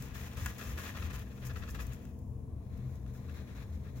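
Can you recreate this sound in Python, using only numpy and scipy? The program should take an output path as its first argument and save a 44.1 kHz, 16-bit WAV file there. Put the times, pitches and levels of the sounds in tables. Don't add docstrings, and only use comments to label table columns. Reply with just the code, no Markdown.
import sys
import numpy as np
from scipy import signal
from scipy.fft import rfft, irfft
from scipy.io import wavfile

SR = 44100
rng = np.random.default_rng(int(sys.argv[2]) if len(sys.argv) > 2 else 0)


def dump(signal):
    limited = np.clip(np.atleast_2d(signal).T, -1, 1)
    pcm = np.round(limited * 32767).astype(np.int16)
    wavfile.write(sys.argv[1], SR, pcm)


N = 176400
T = np.arange(N) / SR
HZ = np.fft.rfftfreq(N, 1 / SR)

# f/Hz, relative level/dB
RUMBLE_COLOUR = [(12, -44), (25, -17.5), (36, -8.5), (48, -19), (54, -3), (60, 2.5), (70, -3.5), (82, 3),
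                 (92, -11.5), (102, -1), (112, -10), (140, -10), (160, -17), (200, -24.5), (300, -25.5),
                 (700, -77)]
AIR_COLOUR = [(100, -6), (160, 2), (185, 10.5), (240, 8.5), (280, 4.5), (320, 2), (390, -1.5), (460, 4.5),
              (540, -6.5), (650, -3.5), (800, -12.5), (1050, -10), (1400, -28), (2200, -31.5), (4500, -40),
              (6500, -35), (8500, -36), (10500, -29.5), (13000, -43), (16000, -31)]
# t/s, level/dB
RUMBLE_SWELLS = [(0, 0.5), (.3, -4.5), (.44, 6.5), (.57, -4.5), (.7, 5), (.85, -5), (1.08, 5), (1.28, -3),
                 (1.48, -0.5), (1.66, 3.5), (2.1, -2), (2.35, 1), (2.85, 1.5), (3.1, -1), (3.5, -2.5),
                 (3.9, -0.5)]
DRONE_SWELLS = [(0, -51), (.95, -59), (1.15, -45.5), (1.38, -56), (1.5, -39.5), (1.68, -76), (1.9, -45.5),
                (2.1, -61), (2.35, -46.5), (2.62, -60.5), (2.75, -40), (2.9, -43), (3.2, -49.5),
                (3.8, -53.5), (4, -46.5)]
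# f/Hz, level/dB, waver/0-1
HUM_TONES = [(79.14, -56.5, 0.28), (199.3, -57, 0.03), (244, -62.5, 0.45)]

# t/s, scrub level/dB, fizz level/dB
SKIN_CONTACT = [(0, -61, -69), (.35, -59, -64.5), (.55, -59, -63), (.95, -56.5, -62.5), (1.2, -59.5, -76),
                (1.25, -67, -71.5), (1.4, -66, -66.5), (1.6, -60.5, -66), (1.72, -63, -68.5),
                (1.85, -60.5, -65.5), (2, -67.5, -72), (2.25, -85, -78.5), (2.55, -80, -84),
                (2.75, -70.5, -75), (3.05, -74.5, -76), (3.25, -65.5, -72.5), (4, -71.5, -75.5)]
# t/s, length/s, scrub level/dB, fizz level/dB
BRUSH_STROKES = [(-.01, 0.073, -60.5, -59.5), (0.138, 0.14, -57, -58), (0.365, .14, -54, -55.5),
                 (0.578, 0.14, -55.5, -55.5), (0.77, 0.057, -52.5, -55.5), (0.828, 0.068, -50.5, -54.5),
                 (0.959, 0.11, -54.5, -59), (1.095, .013, -54, -59), (1.126, 0.035, -55, -54),
                 (1.178, 0.046, -60, -62), (1.414, 0.027, -56.5, -68), (1.444, 0.029, -58, -53),
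                 (1.57, 0.018, -64, -60), (1.682, 0.033, -83, -57), (1.74, 0.012, -53.5, -57),
                 (1.794, 0.031, -57.5, -54.5), (1.916, 0.031, -62.5, -62), (2.007, 0.093, -72, -74),
                 (2.722, 0.15, -71, -84), (2.884, 0.089, -72, -74), (3.07, 0.028, -68.5, -75),
                 (3.131, 0.048, -72, -67.5), (3.295, 0.032, -66, -71), (3.334, 0.047, -62, -68),
                 (3.36, 0.053, -60.5, -73), (3.468, 0.067, -63.5, -73), (3.545, 0.089, -59.5, -68),
                 (3.719, 0.036, -69, -71), (3.828, 0.07, -69, -77), (3.952, 0.037, -64, -66)]
# t/s, snap level/dB, ring level/dB
BUBBLE_POPS = [(0.024, -27, -55), (.085, -41, -58), (0.149, -37, -46), (0.3324, -38, -54), (.346, -43, -58),
               (0.3714, -34, -48), (0.4608, -18.5, -21.5), (0.4619, -30, -32), (0.4648, -39, -21),
               (0.466, -30, -32.5), (0.5825, -33, -50), (0.7887, -36, -30), (1.143, -44, -53),
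               (1.1942, -35, -54), (1.537, -41, -58), (1.5695, -38, -39), (1.709, -34, -63),
               (1.868, -32.5, -58), (1.934, -33, -57), (2.053, -41, -44), (2.19, -46, -65),
               (2.779, -48, -70), (2.956, -44, -72), (3.0636, -54, -48.5), (3.297, -50, -39)]
# t/s, length/s, level/dB
KNOT_SQUEEZES = [(.148, 0.01, -48.5), (0.364, 0.031, -55.5), (.592, .008, -49), (0.609, 0.0073, -45.5),
                 (0.773, 0.011, -48), (.792, 0.017, -49.5), (0.837, 0.0098, -56), (0.855, 0.014, -49.5),
                 (0.899, 0.0062, -52), (0.947, 0.027, -50), (1.02, 0.008, -48), (1.101, 0.011, -51),
                 (1.257, .015, -64), (1.306, 0.017, -62), (1.374, .008, -58.5), (1.492, 0.024, -51),
                 (1.556, 0.0066, -45.5), (1.567, .006, -51), (1.619, 0.011, -52.5), (1.633, 0.0055, -49),
                 (1.676, 0.0061, -51), (1.685, 0.0095, -53), (1.746, 0.014, -52), (1.787, 0.024, -48.5),
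                 (1.915, 0.011, -56.5), (3.061, 0.0035, -62.5), (3.146, 0.016, -66.5), (3.281, 0.02, -61),
                 (3.488, 0.017, -65), (3.598, 0.0072, -65), (3.845, 0.049, -65.5)]
# f/Hz, level/dB, t60/s
HOLLOW_MODES = [(1112, -10, 0.041), (1447, -5, 0.044), (1613, 2.5, 0.014), (1860, -14.5, 0.017),
                (2580, -7.5, 0.026), (3050, -14, 0.027)]

# f/Hz, relative level/dB
STUBBLE_COLOUR = [(410, -45), (700, 1.5), (739, -10), (808, -2), (959, -4.5), (1030, -1.5), (1270, -2),
                  (1390, -10), (1500, -10), (1670, -0.5), (2000, -1), (2170, -5.5), (2530, -2.5),
                  (2900, -7), (3440, -6), (4660, -13), (5240, -18.5), (6000, -13), (7800, -33),
                  (13200, -120)]
BODY_COLOUR = [(150, -43.5), (350, 2), (600, 1.5), (900, -18), (2000, -28.5), (8000, -47)]
FIZZ_COLOUR = [(2940, -55), (4700, -5.5), (5300, -1.5), (6060, -2), (6590, 4.5), (7000, -1.5), (7600, -2.5),
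               (8400, -12), (9250, -5), (11000, -4.5), (12400, -1.5), (13400, -2), (14500, -4),
               (15400, -2.5), (15800, -2), (16100, -18)]
SPARKLE_COLOUR = [(2500, -17), (4500, -19), (5400, 6), (6000, -12), (6600, -4), (7600, -1), (8500, -8),
                  (11000, -9), (12500, -9), (13400, 5), (14600, -13), (16000, 0)]
SNAP_COLOUR = [(300, -18), (900, -9), (2000, -6), (4200, -5), (6600, 6.5), (8500, 2), (11000, 0),
               (13400, 1.5), (16000, 3.5)]
PUFF_COLOUR = [(300, -30), (850, -12), (1150, 10), (1800, -7), (2600, 0), (3600, -8), (8000, -48)]
SQUELCH_COLOUR = [(300, -48.5), (500, 1.5), (850, -12.5), (1130, -1.5), (1380, 3), (1490, -12.5), (1630, 4),
                  (1850, 2), (2230, -17.5), (2600, -0.5), (3000, -17), (3400, -7.5), (4600, -14.5),
                  (6600, -18), (8500, -32), (16000, -28)]
SWIRL_COLOUR = [(300, -25), (600, 1.5), (850, -3), (1100, 0.5), (1350, -2.5), (1800, 0), (2300, -2.5),
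                (3000, -10.5), (3550, -5), (4100, -5), (4700, -15), (6000, -14.5), (7500, -32),
                (10000, -39)]

# f/Hz, correlation
ROOM_LIKENESS = [(60, 0.94), (150, 0.95), (300, 0.76), (600, 0.41), (1500, 0.11), (10000, .042)]
BRUSH_LIKENESS = [(500, 1), (900, 0), (1400, 0.9), (2000, -0.32), (3000, 0.3), (5000, .13), (14000, -0.05)]
# f/Hz, left minus right level/dB
ROOM_BALANCE = [(40, 3.4), (130, 3.4), (250, 3.5), (600, 3.4), (1500, 6.1), (4000, 3.1), (14000, 1.9)]
BRUSH_BALANCE = [(60, 1), (78, 10), (100, 11), (130, 12), (170, -4), (220, 1), (290, 16), (380, 2),
                 (490, 5.5), (640, -3), (830, 0), (1080, 8), (1410, 3), (1830, 5.5), (2380, 9.5), (3100, 3),
                 (4030, -2.5), (5240, 0.5), (6820, 7), (8870, 0.5), (11500, -2), (15000, 8)]
# f/Hz, t60/s
BATHROOM_DECAY = [(300, 0.47), (2000, 0.16), (6000, 0.12), (15000, 0.2)]

# rate/Hz, spread of sizes/dB
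BRISTLES, BUBBLES, SUCTION = (3500, 3.2), (8000, 2.44), (3000, 1.6)
WET_CRACKLE, SINGLE_BUBBLES = (110, 3), (290, 3.6)


def amp(db):
    return 10 ** (np.asarray(db) / 20)


def unit(x):
    return x / np.sqrt(np.mean(abs(x) ** 2) + 1e-20)


def read(points, hz):
    f, value = np.transpose(points)
    return np.interp(np.log(hz + 1), np.log(f + 1), value)


def drift(hz):
    return unit(irfft(rfft(rng.standard_normal(N)) / (1 + (HZ / hz) ** 2) ** 2, N))


def tint(x, colour, size=8192):
    gain = unit(amp(read(colour, np.fft.rfftfreq(size, 1 / SR))))
    cepstrum = irfft(np.log(gain))
    cepstrum[1:size // 2] *= 2
    cepstrum[size // 2 + 1:] = 0
    taps = irfft(np.exp(rfft(cepstrum)))[:size // 2]
    return signal.oaconvolve(x, taps[None], axes=1)[:, :N]


def stereo_pair(a, b, likeness):
    correlation = read(likeness, HZ)
    mid = rfft(a) * np.sqrt((1 + correlation) / 2)
    side = rfft(b) * np.sqrt((1 - correlation) / 2)
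    return irfft(np.array([mid + side, mid - side]), N)


def place(x, balance, right_lag_s=0):
    gain = amp(np.outer([.5, -.5], read(balance, HZ)))
    delay = np.exp(-2j * np.pi * np.outer([0, right_lag_s], HZ))
    return irfft(rfft(x) * gain * delay, N)


def envelope(start, length, attack_s, release_s):
    fall = np.clip((T - start - length) / release_s, 0, 20)
    return np.clip((T - start) / attack_s, 0, 1) * np.exp(-fall)


def clicks(level, kind):
    rate_hz, spread_db = kind
    size = amp(spread_db * np.minimum(rng.exponential(1, (2, N)), 5))
    sign = rng.choice([-1, 1], (2, N))
    struck = rng.random((2, N)) < rate_hz / SR
    return stereo_pair(*(unit(size * sign * struck) * level), BRUSH_LIKENESS)


def grains(level, kind, colour):
    return tint(clicks(level, kind), colour)


def room_noise(colour):
    white = stereo_pair(*rng.standard_normal((2, N)), ROOM_LIKENESS)
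    return unit(irfft(rfft(white) * amp(read(colour, HZ)), N))


def hum_tone(hz, waver, waver_hz=12):
    wander = 1 + waver * (drift(waver_hz) + 1j * drift(waver_hz))
    return unit((wander * np.exp(2j * np.pi * (hz * T + rng.random()))).real)


def room_tone():
    rumble = room_noise(RUMBLE_COLOUR) * amp(-43.5 + np.interp(T, *np.transpose(RUMBLE_SWELLS)))
    air = room_noise(AIR_COLOUR) * amp(-54)
    hum = sum(amp(db) * hum_tone(hz, waver) for hz, db, waver in HUM_TONES)
    drone = amp(np.interp(T, *np.transpose(DRONE_SWELLS))) * hum_tone(hz=126.8, waver=0.5)
    return place(rumble + air + hum + drone, ROOM_BALANCE)


def brush_motion():
    times, scrub_db, fizz_db = np.transpose(SKIN_CONTACT)
    scrub_power = amp(np.interp(T, times, scrub_db)) ** 2
    fizz_power = amp(np.interp(T, times, fizz_db)) ** 2
    for start, length, scrub_db, fizz_db in BRUSH_STROKES:
        push = envelope(start, length, attack_s=0.0083, release_s=0.015)
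        scrub_power += (push * amp(scrub_db)) ** 2
        fizz_power += (push * amp(fizz_db)) ** 2
    clumps_db = 0.5 * drift(hz=58.3)
    return np.sqrt(scrub_power) * amp(clumps_db), np.sqrt(fizz_power) * amp(clumps_db / 2)


def bristle_scrub(level, lathered_from_s=2.4):
    on_stubble, on_lather = level * (T < lathered_from_s), level * (T >= lathered_from_s)
    rasp = grains(on_stubble, BRISTLES, STUBBLE_COLOUR)
    crackle = grains(on_stubble * amp(-10.5), WET_CRACKLE, SQUELCH_COLOUR)
    swirl = grains(on_lather, BUBBLES, SWIRL_COLOUR)
    body = grains(level * amp(-9.5), BRISTLES, BODY_COLOUR)
    return rasp + crackle + swirl + body + hollow_clicks(on_stubble * amp(-8.5))


def hollow_ring():
    t = T[:SR // 10]
    return sum(amp(db - 60 * t / t60) * np.cos(2 * np.pi * hz * t) for hz, db, t60 in HOLLOW_MODES)


def hollow_clicks(level):
    ring = hollow_ring()
    return signal.oaconvolve(clicks(level, SUCTION), ring[None] / np.linalg.norm(ring), axes=1)[:, :N]


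def foam_fizz(level):
    finest = grains(level * amp(-1.14), BUBBLES, FIZZ_COLOUR)
    sparkle = grains(level * amp(-4.5), SINGLE_BUBBLES, SPARKLE_COLOUR)
    return finest + sparkle


def bubble_pops(spray_decay_s=0.0027):
    snaps, taps = np.zeros((2, N)), np.zeros((1, N))
    t = T[:SR // 10]
    for start, snap_db, ring_db in BUBBLE_POPS:
        at = round(start * SR)
        spray = amp(-16.5) * rng.standard_normal((2, len(t))) * np.exp(-t / spray_decay_s)
        snaps[:, at:at + len(t)] += amp(snap_db) * ((t == 0) + spray)
        taps[0, at] += amp(ring_db)
    puffs = amp(-4.5) * tint(taps, PUFF_COLOUR)
    rings = signal.oaconvolve(taps[0], hollow_ring())[:N] / len(HOLLOW_MODES)
    return tint(snaps, SNAP_COLOUR) + puffs + rings


def knot_squelches():
    level = sum(amp(db) * envelope(start, length, attack_s=0.0032, release_s=0.0055)
                for start, length, db in KNOT_SQUEEZES)
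    return grains(level, SUCTION, SQUELCH_COLOUR) + hollow_clicks(level * amp(-10.5))


def wall_reflections(x, gap_s=0.003):
    hz, t, spectrum = signal.stft(rng.standard_normal((2, SR // 2)), SR, nperseg=256)
    decay = amp(-60 * t / read(BATHROOM_DECAY, hz)[:, None])
    tail = signal.istft(spectrum * decay, SR, nperseg=256)[1]
    tail *= T[:tail.shape[1]] > gap_s
    return signal.fftconvolve(x, tail / np.linalg.norm(tail[0]), axes=1)[:, :N]


def scene():
    scrub_level, fizz_level = brush_motion()
    brush = bristle_scrub(scrub_level) + foam_fizz(fizz_level) + knot_squelches() + bubble_pops()
    direct = place(brush, BRUSH_BALANCE, right_lag_s=0.00007)
    return direct + amp(-11.5) * wall_reflections(direct) + room_tone()


def record(dry, cutoff_hz=16050):
    lowpass = signal.firwin(511, cutoff_hz, window=("kaiser", 9), fs=SR)
    return signal.oaconvolve(dry, lowpass[None], "same")


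dry = scene()
out = record(dry)
dump(out)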